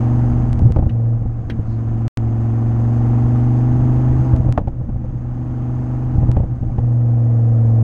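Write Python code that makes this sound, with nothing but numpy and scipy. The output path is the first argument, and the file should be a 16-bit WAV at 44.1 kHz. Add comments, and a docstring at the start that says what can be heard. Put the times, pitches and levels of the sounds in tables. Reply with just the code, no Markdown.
"""In the cabin of a race car, a turbocharged five-cylinder engine pulls, lifts and pulls again.
Orders of the engine cycle make its note and gated noise its roar and hiss; effort sets their levels and the rumble's.
Around the lifts it sputters and the exhaust thumps and bangs; on a trailing throttle the pipe drones evenly.
A loose part clacks twice through its resonances, one soft puff of air hisses and bare impulses tick thinly.
Once, everything but the ticks cuts out for about a tenth of a second."""
import sys
import numpy as np
from scipy.fft import rfft, irfft, next_fast_len
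from scipy.io import wavfile
from scipy.ndimage import uniform_filter1d, minimum_filter1d, map_coordinates

SR = 44100
rng = np.random.default_rng(int(sys.argv[2]) if len(sys.argv) > 2 else 0)


def dump(signal):
    """Clip the signal to [-1, 1] and save it as 16-bit WAV at the path in sys.argv[1]."""
    limited = np.clip(np.atleast_2d(signal).T, -1, 1)
    pcm = np.round(limited * 32767).astype(np.int16)
    wavfile.write(sys.argv[1], SR, pcm)


N = 345303  # length in samples


def amp(db):
    """Decibels to gain."""
    return np.exp(np.asarray(db) * (np.log(10) / 20))


def unit(x):
    """Scale to rms 1."""
    return x / np.sqrt(np.mean(x ** 2) + 1e-20)


def curves(rows):
    """One value per sample for each column after the time."""
    s, *cols = np.transpose(rows)
    return [np.interp(np.arange(N) / SR, s, c) for c in cols]


def wobble(rate):
    """A smooth random curve, rate knots a second."""
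    steps = np.arange(0, N + 64, 64)
    knots = rng.standard_normal(int(N * rate / SR) + 4)
    coarse = map_coordinates(knots, [steps * rate / SR])
    return np.interp(np.arange(N), steps, coarse)


def bell(s, half_s):
    """A smooth swell from 0 to 1 and back, centred on time s."""
    return np.exp(-((np.arange(N) / SR - s) / half_s) ** 2)


def spell(start, end, fade_s):
    """1 between two times, fading in and out."""
    t = np.arange(N) / SR
    return np.clip(.5 + np.minimum(t - start, end - t) / fade_s, 0, 1)


def filtered(x, response):
    """x times a response of frequency."""
    size = next_fast_len(N + SR // 2)
    return irfft(rfft(x, size) * response(np.fft.rfftfreq(size, 1 / SR)), size)[:N]


def coloured(x, points):
    """x shaped by (Hz, dB) points on a log axis, falling steeply above the last."""
    f, db = np.transpose(points)

    def response(hz):
        curve_db = np.interp(np.log(hz + 1), np.log(f), db)
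        return amp(curve_db) / np.maximum(hz / f[-1], 1) ** 4

    return filtered(x, response)


def noise(points, gate=1):
    """Gated noise of rms 1 in the given colour."""
    return unit(coloured(gate * rng.standard_normal(N), points))


def add(track, s, sound):
    """Mix a sound into the track at time s."""
    part = track[round(s * SR):][:len(sound)]
    part += sound[:len(part)]


# Engine speed. Each row: time in seconds, firings per second.
ENGINE_SPEED = [(0.0, 118.75), (0.41, 120.95), (0.96, 115.29), (1.28, 115.94), (1.6, 111.73),
                (1.87, 113.92), (2.25, 112.94), (2.61, 114.66), (4.24, 126.93), (4.38, 123.29),
                (4.68, 123.32), (5.11, 122.21), (5.53, 122.62), (6.01, 124.98), (6.63, 120.76),
                (6.88, 119.7), (7.83, 112.77)]


def crank(jitter):
    """Angle of the engine cycle: five firings to each, with a slight flutter."""
    firing_hz, = curves(ENGINE_SPEED)
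    cycle_hz = firing_hz / 5
    return 2 * np.pi * np.cumsum(cycle_hz * (1 + jitter * wobble(30))) / SR


# Engine effort. Each row: time in seconds, effort in dB against full load.
EFFORT_CURVE = [(0, 1), (.48, -1.5), (.93, -11), (1.35, -10), (2, -5.5), (2.5, -3.5), (3.1, -0.5), (4.3, 0),
                (4.5, -6), (4.62, -14.5), (4.95, -12.5), (5.6, -5.5), (6.24, -4.5), (6.46, -10.5),
                (7.2, -8.5), (7.83, -6)]
# Trailing throttle, the engine running evenly. Each row: start in seconds, end in seconds.
TRAILING_THROTTLE = [(0.914, 1.18), (6.812, 8)]
# Sputtering, hardest around the lifts. Each row: start in seconds, end in seconds,
# share of uneven firing (clipped to 0-1), change of the firing note in dB.
SPUTTER_SPELLS = [(-.1, 0.506, 0.2, -2), (.5, 0.905, 1, 2), (1.181, 1.696, .75, -2),
                  (4.166, 5.199, .95, -3.5), (5.202, 6.141, .15, -3), (6.146, 6.824, 1.1, -1)]
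OVERRUN_FADE_S, SPUTTER_FADE_S = 0.045, 0.062


def driving():
    """The state of the engine: effort in dB, overrun 0-1, uneven firing 0-1."""
    effort_db, = curves(EFFORT_CURVE)
    overrun = sum(spell(start, end, OVERRUN_FADE_S) for start, end in TRAILING_THROTTLE)
    uneven = sum(share * spell(start, end, SPUTTER_FADE_S) for start, end, share, _ in SPUTTER_SPELLS)
    return effort_db, overrun, np.clip(uneven, 0, 1)


def level(law, state):
    """A layer's level in dB: its effort, overrun and sputter terms summed."""
    full_db, slope, overrun_db, sputter_db = law
    effort_db, overrun, uneven = state
    return full_db + slope * effort_db + overrun_db * overrun + sputter_db * uneven


# The firing note surges for a few beats. Each row: centre in seconds, lift in dB.
NOTE_SURGES = [(.67, 5), (1.24, 4.5), (4.5, 11.5), (4.81, 10.5), (6.3, 4), (6.52, 6)]
# It sags where a few firings fail. 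Each row: centre in seconds, change in dB.
FAILED_FIRINGS = [(.55, -9.5), (.89, -5.5), (4.74, -12), (4.86, -9), (6.46, -15), (6.57, -7.5)]
SURGE_S, MISFIRE_S = 0.029, 0.027  # half lengths


def stumbles():
    """dB by which sputtering, surges and misfires move the firing note."""
    sputter_db = sum(db * spell(start, end, SPUTTER_FADE_S) for start, end, _, db in SPUTTER_SPELLS)
    surge_db = sum(db * bell(s, SURGE_S) for s, db in NOTE_SURGES)
    misfire_db = sum(db * bell(s, MISFIRE_S) for s, db in FAILED_FIRINGS)
    return sputter_db + surge_db + misfire_db


# Orders of the two-turn engine cycle around the firing note, which is order 5.
# Each row: order, relative level at full throttle in dB, relative level at light throttle in dB.
ENGINE_ORDERS = [(1, -49, -60), (2, -78, -49), (3, -30.5, -35), (4, -29.5, -33), (6, -42, -47),
                 (7, -47.5, -54), (8, -43, -41.5), (9, -35.5, -39.5), (10, -25, -25.5), (11, -43, -53.5),
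                 (12, -31.5, -37), (13, -35.5, -33), (14, -43.5, -42.5), (15, -34.5, -43.5), (16, -43, -60),
                 (17, -45.5, -52.5), (18, -50.5, -52), (19, -46, -62.5), (20, -48, -40), (21, -47, -44),
                 (22, -51.5, -46.5), (23, -47, -40.5), (24, -60.5, -49), (25, -49, -45), (26, -43, -49.5),
                 (27, -57.5, -57), (28, -48.5, -45.5), (29, -53.5, -50.5), (30, -45.5, -51),
                 (31, -48.5, -52), (32, -42.5, -50), (33, -43.5, -47.5), (34, -49.5, -55), (35, -46, -51.5),
                 (36, -49, -61.5), (37, -49.5, -67.5), (38, -45.5, -65.5)]
# Resonances of the cabin. Each row: frequency in Hz, gain in dB.
CABIN_RESONANCES = [(70, 4), (100, -7.5), (195, 1.5), (215, 2.5), (240, 3), (290, -1), (338, 6.5),
                    (366, -8.5), (400, -0.5), (480, 1.5), (560, -4), (650, 1), (720, -0.5), (780, 0.5)]
# How the firing note, the low orders and the high orders follow the engine. 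Each holds: base level
# at full load in dB, dB per dB of effort, dB added on overrun, dB added by sputtering.
FIRING_NOTE_LAW = (-13.5, 0.84, 7.5, 0.5)
LOW_ORDER_LAW = (-21.5, 1.14, 3.4, -4)
HIGH_ORDER_LAW = (-35.5, 1.04, 6.5, -0.5)
THROTTLE_RANGE_DB = 9  # effort lost between open and shut throttle
STUTTER_DB, STUTTER_PER_S = 3.5, 32


def exhaust(angle, state, rough):
    """The firing note and the orders that unequal cylinders put around it."""
    effort_db, overrun, uneven = state
    throttle = np.clip(1.5 + effort_db / THROTTLE_RANGE_DB, 0, 1) * (1 - overrun)

    stutter_db = STUTTER_DB * uneven * wobble(STUTTER_PER_S)
    boom_db = level(FIRING_NOTE_LAW, state) + stumbles() + stutter_db
    firing = 5 * angle
    boom = amp(boom_db) * np.sqrt(2) * np.cos(firing + 0.14 * uneven * wobble(35))

    bark, rasp = np.zeros((2, N))
    shake = rough + .8 * uneven ** 2  # uneven burns smear every order
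    for order, full_db, light_db in ENGINE_ORDERS:
        locked = order == 10  # the octave keeps in step with the firing pulse
        offset = 0 if locked else rng.uniform(0, 2 * np.pi)
        size = amp(light_db + throttle * (full_db - light_db)) * (1 + shake * wobble(22))
        line = size * np.cos(order * angle + offset + shake * wobble(22))
        if order <= 16:
            bark += line
        else:
            rasp += line
    # the orders slide through the fixed resonances of the cabin
    bark, rasp = unit(coloured(bark, CABIN_RESONANCES)), unit(coloured(rasp, CABIN_RESONANCES))
    return boom + amp(level(LOW_ORDER_LAW, state)) * bark + amp(level(HIGH_ORDER_LAW, state)) * rasp


# Noise colours of the gas, from low chuffs up to turbo hiss. Each row: frequency in Hz, relative level in dB.
CHUFF_COLOUR = [(90, -48), (170, 5.5), (300, 12.5), (400, 7.5), (600, -48.5)]
RASP_COLOUR = [(280, -26.5), (400, -8), (480, 4.5), (570, -1.5), (800, 1), (900, -10), (1100, -16),
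               (1600, -70)]
ROAR_COLOUR = [(600, -33.5), (950, 3), (1250, 0), (1500, -5.5), (1800, -8.5), (2250, -15), (2900, -19),
               (3700, -27), (5000, -48.5)]
HISS_COLOUR = [(2000, -20), (3500, -3), (4200, 2), (4900, 4.5), (5700, 1), (6200, 6), (6500, 10.5),
               (6900, 1.5), (8500, -3.5), (10000, -10.5), (13500, -22), (16000, -32)]
# How roar and hiss follow the engine. Each holds: base level at full load in dB,
# dB per dB of effort, dB added on overrun, dB added by sputtering.
ROAR_LEVEL_LAW = (-42.5, 1, 0, -.3)
HISS_LEVEL_LAW = (-62, 1, 1.3, 0.1)


def gas_flow(angle, state, depth, chuff_gain_db, rasp_gain_db):
    """Turbulence puffs at each firing, one cylinder the strongest; the turbo hisses above it."""
    firing = 5 * angle
    puffs = np.exp(depth * np.cos(firing) + 0.081 * np.cos(angle))
    chuff = amp(level(LOW_ORDER_LAW, state) + chuff_gain_db) * noise(CHUFF_COLOUR, puffs)
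    rasp = amp(level(HIGH_ORDER_LAW, state) + rasp_gain_db) * noise(RASP_COLOUR, puffs)

    # valve and piston clatter repeats with each engine cycle
    pattern = rng.standard_normal(512)
    place = angle / (2 * np.pi) * len(pattern) % len(pattern)
    clatter = map_coordinates(pattern, [place], mode="grid-wrap")
    roar = unit(noise(ROAR_COLOUR, puffs) + 0.35 * unit(coloured(clatter * puffs, ROAR_COLOUR)))
    roar *= amp(level(ROAR_LEVEL_LAW, state) + 0.28 * wobble(10))

    hiss = noise(HISS_COLOUR, puffs ** 0.29)  # only faintly pulsed
    hiss *= amp(level(HISS_LEVEL_LAW, state) + 0.67 * wobble(20))
    return chuff + rasp + roar + hiss


# Exhaust afterfires. Each row: start in seconds, relative thump in dB, relative crack in dB.
AFTERFIRES = [(0.595, -7, -26), (0.619, -2.5, -49), (.646, -6, -32), (0.678, -17, -32.5),
              (0.704, -2.5, -34), (0.762, -1.5, -13), (0.788, -3, -18.5), (.823, -4.5, -23.5),
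              (0.86, -5, -31), (1.217, -10, -51), (1.256, -9, -39), (1.59, -6.5, -36), (4.335, 1.5, -20.5),
              (4.4, -6.5, -39), (4.446, -9, -25.5), (4.463, -5, -29), (4.485, -9.5, -22.5),
              (4.5772, -6.5, -4.5), (4.611, -14.5, -35), (4.674, -7.5, -19.5), (4.809, -27, -43),
              (4.889, -12.5, -34), (4.959, -12, -39.5), (5.041, -14.5, -31.5), (6.149, -9.5, -39),
              (6.181, -5, -37.5), (6.23, -4, -25.5), (6.289, -3.5, -21.5), (6.3666, -2.5, -13),
              (6.400, -2, -25), (6.434, -7, -30), (6.628, -13, -34), (6.696, -13, -34.5),
              (6.783, -5.5, -17)]
# Body panels struck by a bang. Each row: frequency in Hz, relative level in dB, 60 dB decay in seconds.
STRUCK_PANELS = [(198, -6.5, 0.11), (330, -10, 0.022), (497, -5.5, .035), (726, 5, 0.03),
                 (1060, -4.5, 0.02), (1330, -13.5, 0.023), (1740, -12, 0.02), (2550, -21, 0.024),
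                 (3140, -20, 0.013), (6480, -42, .035)]
# Noise colours of the crack and the body's shudder. Each row: frequency in Hz, relative level in dB.
CRACK_COLOUR = [(120, -18.5), (300, -2.5), (480, 12.5), (720, 12.5), (1100, -1.5), (1500, -13),
                (2100, -22.5), (3100, -24), (4000, -37), (6600, -37), (8000, -60.5)]
SHUDDER_COLOUR = [(100, -18), (200, 7.5), (300, 7.5), (400, -8.5), (490, 7.5), (620, -3), (800, -2.5),
                  (1000, -17), (1500, -28), (2500, -44.5)]


def afterfires(pipe_hz, swell_s, crack_t60, tail_t60, tail_db, thump_gain_db, crack_gain_db,
               ring_gain_db, shudder_gain_db, shudder_swell_s):
    """Fuel lights in the pipe: a low pressure swing, a noisy crack, and body panels that ring and shudder."""
    t = np.arange(SR // 5) / SR

    def bump(rise_s):
        """A pulse that peaks at 1 after rise_s."""
        return t / rise_s * np.exp(1 - t / rise_s)

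    push = bump(swell_s) * np.cos(2 * np.pi * pipe_hz * t)
    decay = amp(-60 * t / crack_t60) + amp(tail_db - 60 * t / tail_t60)
    burst = (1 - np.exp(-t / 0.00017)) * decay
    hz, mode_db, t60 = np.transpose(STRUCK_PANELS)[:, :, None]
    modes = amp(mode_db - 60 * t / t60) * np.sin(2 * np.pi * hz * t) * (1 - np.exp(-t / 0.00086))

    thumps, bursts, rings, shudders = np.zeros((4, N))
    for s, thump_db, crack_db in AFTERFIRES:
        add(thumps, s, amp(thump_db + thump_gain_db) * push)
        add(bursts, s, amp(crack_db + crack_gain_db) * burst)
        # even soft pops shake the body
        add(shudders, s, amp(0.47 * crack_db + shudder_gain_db) * bump(shudder_swell_s))
        # only hard bangs have a front steep enough to reach the high modes
        strike_db = crack_db * (1.64 + hz / 6000) + rng.normal(0, 1.3, hz.shape)
        add(rings, s, np.sum(amp(strike_db + ring_gain_db) * modes, axis=0))
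    # the cabin wall muffles the pressure swing
    muffled = filtered(thumps, lambda f: 1 / (1 + 1j * f / 900) ** 2)
    return muffled + bursts * noise(CRACK_COLOUR) + rings + shudders * noise(SHUDDER_COLOUR)


# Strikes of the loose part. Each row: start in seconds, relative level in dB.
LOOSE_STRIKES = [(.894, -39), (1.499, -28)]
# Its resonances. Each row: centre in Hz, width in Hz, gain in dB.
LOOSE_PART_MODES = [(280, 110, 15), (800, 400, -5.5), (1400, 500, -2), (1840, 450, 8.5), (2350, 430, 4.5),
                    (2820, 450, 5), (3350, 400, -0.5), (3820, 350, -4.5), (6392, 450, -21)]


def clacks(t60, gain_db):
    """A loose part strikes and chatters briefly in its own resonances."""
    t = np.arange(SR // 5) / SR
    chatter = np.zeros(N)
    for s, db in LOOSE_STRIKES:
        add(chatter, s, amp(db + gain_db - 60 * t / t60))

    def part(f):
        response = 0
        for k, (centre, width, db) in enumerate(LOOSE_PART_MODES):
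            band = 1j * f * width / (centre * centre - f * f + 1j * f * width)
            response = response + (-1) ** k * amp(db) * band  # neighbours in opposite sign
        return response

    return filtered(chatter * rng.standard_normal(N), part)


# Thin ticks. Each row: time in seconds, relative level in dB.
THIN_TICKS = [(0.5308, -35.5), (0.593, -40.5), (0.7221, -36.5), (2.0801, -35.5), (2.174, -27), (4.364, -41),
              (4.525, -32), (4.685, -50.5), (6.316, -35)]
# Their colour. Each row: frequency in Hz, gain in dB.
TICK_COLOUR = [(300, 16.5), (1200, 18.5), (3000, 11), (7000, 3), (10500, -4), (12000, -14), (15000, -26)]


def ticks(gain_db):
    """Thin, dry ticks: single impulses through one colour."""
    spikes = np.zeros(N)
    for s, db in THIN_TICKS:
        add(spikes, s, amp([db + gain_db]))
    return coloured(spikes, TICK_COLOUR)


# The soft hiss. Each row: centre in seconds, half length in seconds, level in dB.
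SOFT_HISSES = [(1.723, 0.054, -64.5)]
# Its colour. Each row: frequency in Hz, relative level in dB.
SOFT_HISS_COLOUR = [(3000, -10), (4300, 8), (5300, -3.5), (6500, -2), (8000, -13.5)]


def air_puffs():
    """A soft, short hiss: noise that swells and fades."""
    return sum(amp(db) * bell(s, half_s) for s, half_s, db in SOFT_HISSES) * noise(SOFT_HISS_COLOUR)


# Colour of the body rumble. Each row: frequency in Hz, relative level in dB.
RUMBLE_COLOUR = [(8, -18), (20, -4), (30, 0), (48, -7), (72, -2.5), (110, -9), (200, -14), (320, -18.5),
                 (420, -36), (900, -73.5)]
# How it follows the engine. It holds: base level at full load in dB, dB per dB of effort,
# dB added on overrun, dB added by sputtering.
RUMBLE_LEVEL_LAW = (-27, 0.17, -2, 4)
# Stretches where it swells. Each row: centre in seconds, half length in seconds, lift in dB.
ROAD_SWELLS = [(.35, .35, 5.5), (3.943, 0.35, 5.5)]


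def road(state, lumps_db):
    """Tyres and engine shake the body shell, more under load and when the engine sputters."""
    swell_db = sum(db * bell(s, half_s) for s, half_s, db in ROAD_SWELLS)
    rumble_db = level(RUMBLE_LEVEL_LAW, state) + swell_db + lumps_db * wobble(4.8)
    return amp(rumble_db) * noise(RUMBLE_COLOUR)


def scene():
    """Every layer but the ticks, as it meets in the cabin."""
    angle = crank(jitter=.0015)
    state = driving()
    engine = exhaust(angle, state, rough=.06)
    flow = gas_flow(angle, state, depth=.4, chuff_gain_db=-19, rasp_gain_db=-5.5)
    pops = afterfires(pipe_hz=81.0, swell_s=0.0034, crack_t60=0.048, tail_t60=0.15, tail_db=-15.5,
                      thump_gain_db=1, crack_gain_db=-9.5, ring_gain_db=-2.0,
                      shudder_gain_db=-15.5, shudder_swell_s=0.0053)
    loose = clacks(t60=0.06, gain_db=6)
    return (engine + flow + pops + loose + air_puffs() + road(state, lumps_db=1.5))[None]


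# The cut-out. It holds: start in seconds, end in seconds.
CUT_OUT = (2.079, 2.1722)
TOP_HZ = 15800  # nothing passes above


def record(dry):
    """A fast limiter holds the bangs down, the sound cuts out briefly, ticks join and the top is band limited."""
    ceiling = .8
    needed = ceiling / np.maximum(abs(dry[0]), ceiling)
    held = minimum_filter1d(needed, size=40)
    gain = uniform_filter1d(uniform_filter1d(held, size=20), size=20)
    t = np.arange(N) / SR
    live = uniform_filter1d(1.0 * ((t < CUT_OUT[0]) | (t > CUT_OUT[1])), size=24)
    fade = np.clip(np.minimum(t, t[-1] - t) / .004, 0, 1)
    mix = dry[0] * gain * live * fade + ticks(gain_db=13)
    return filtered(mix, lambda hz: hz < TOP_HZ)[None]


dry = scene()
out = record(dry)
dump(out)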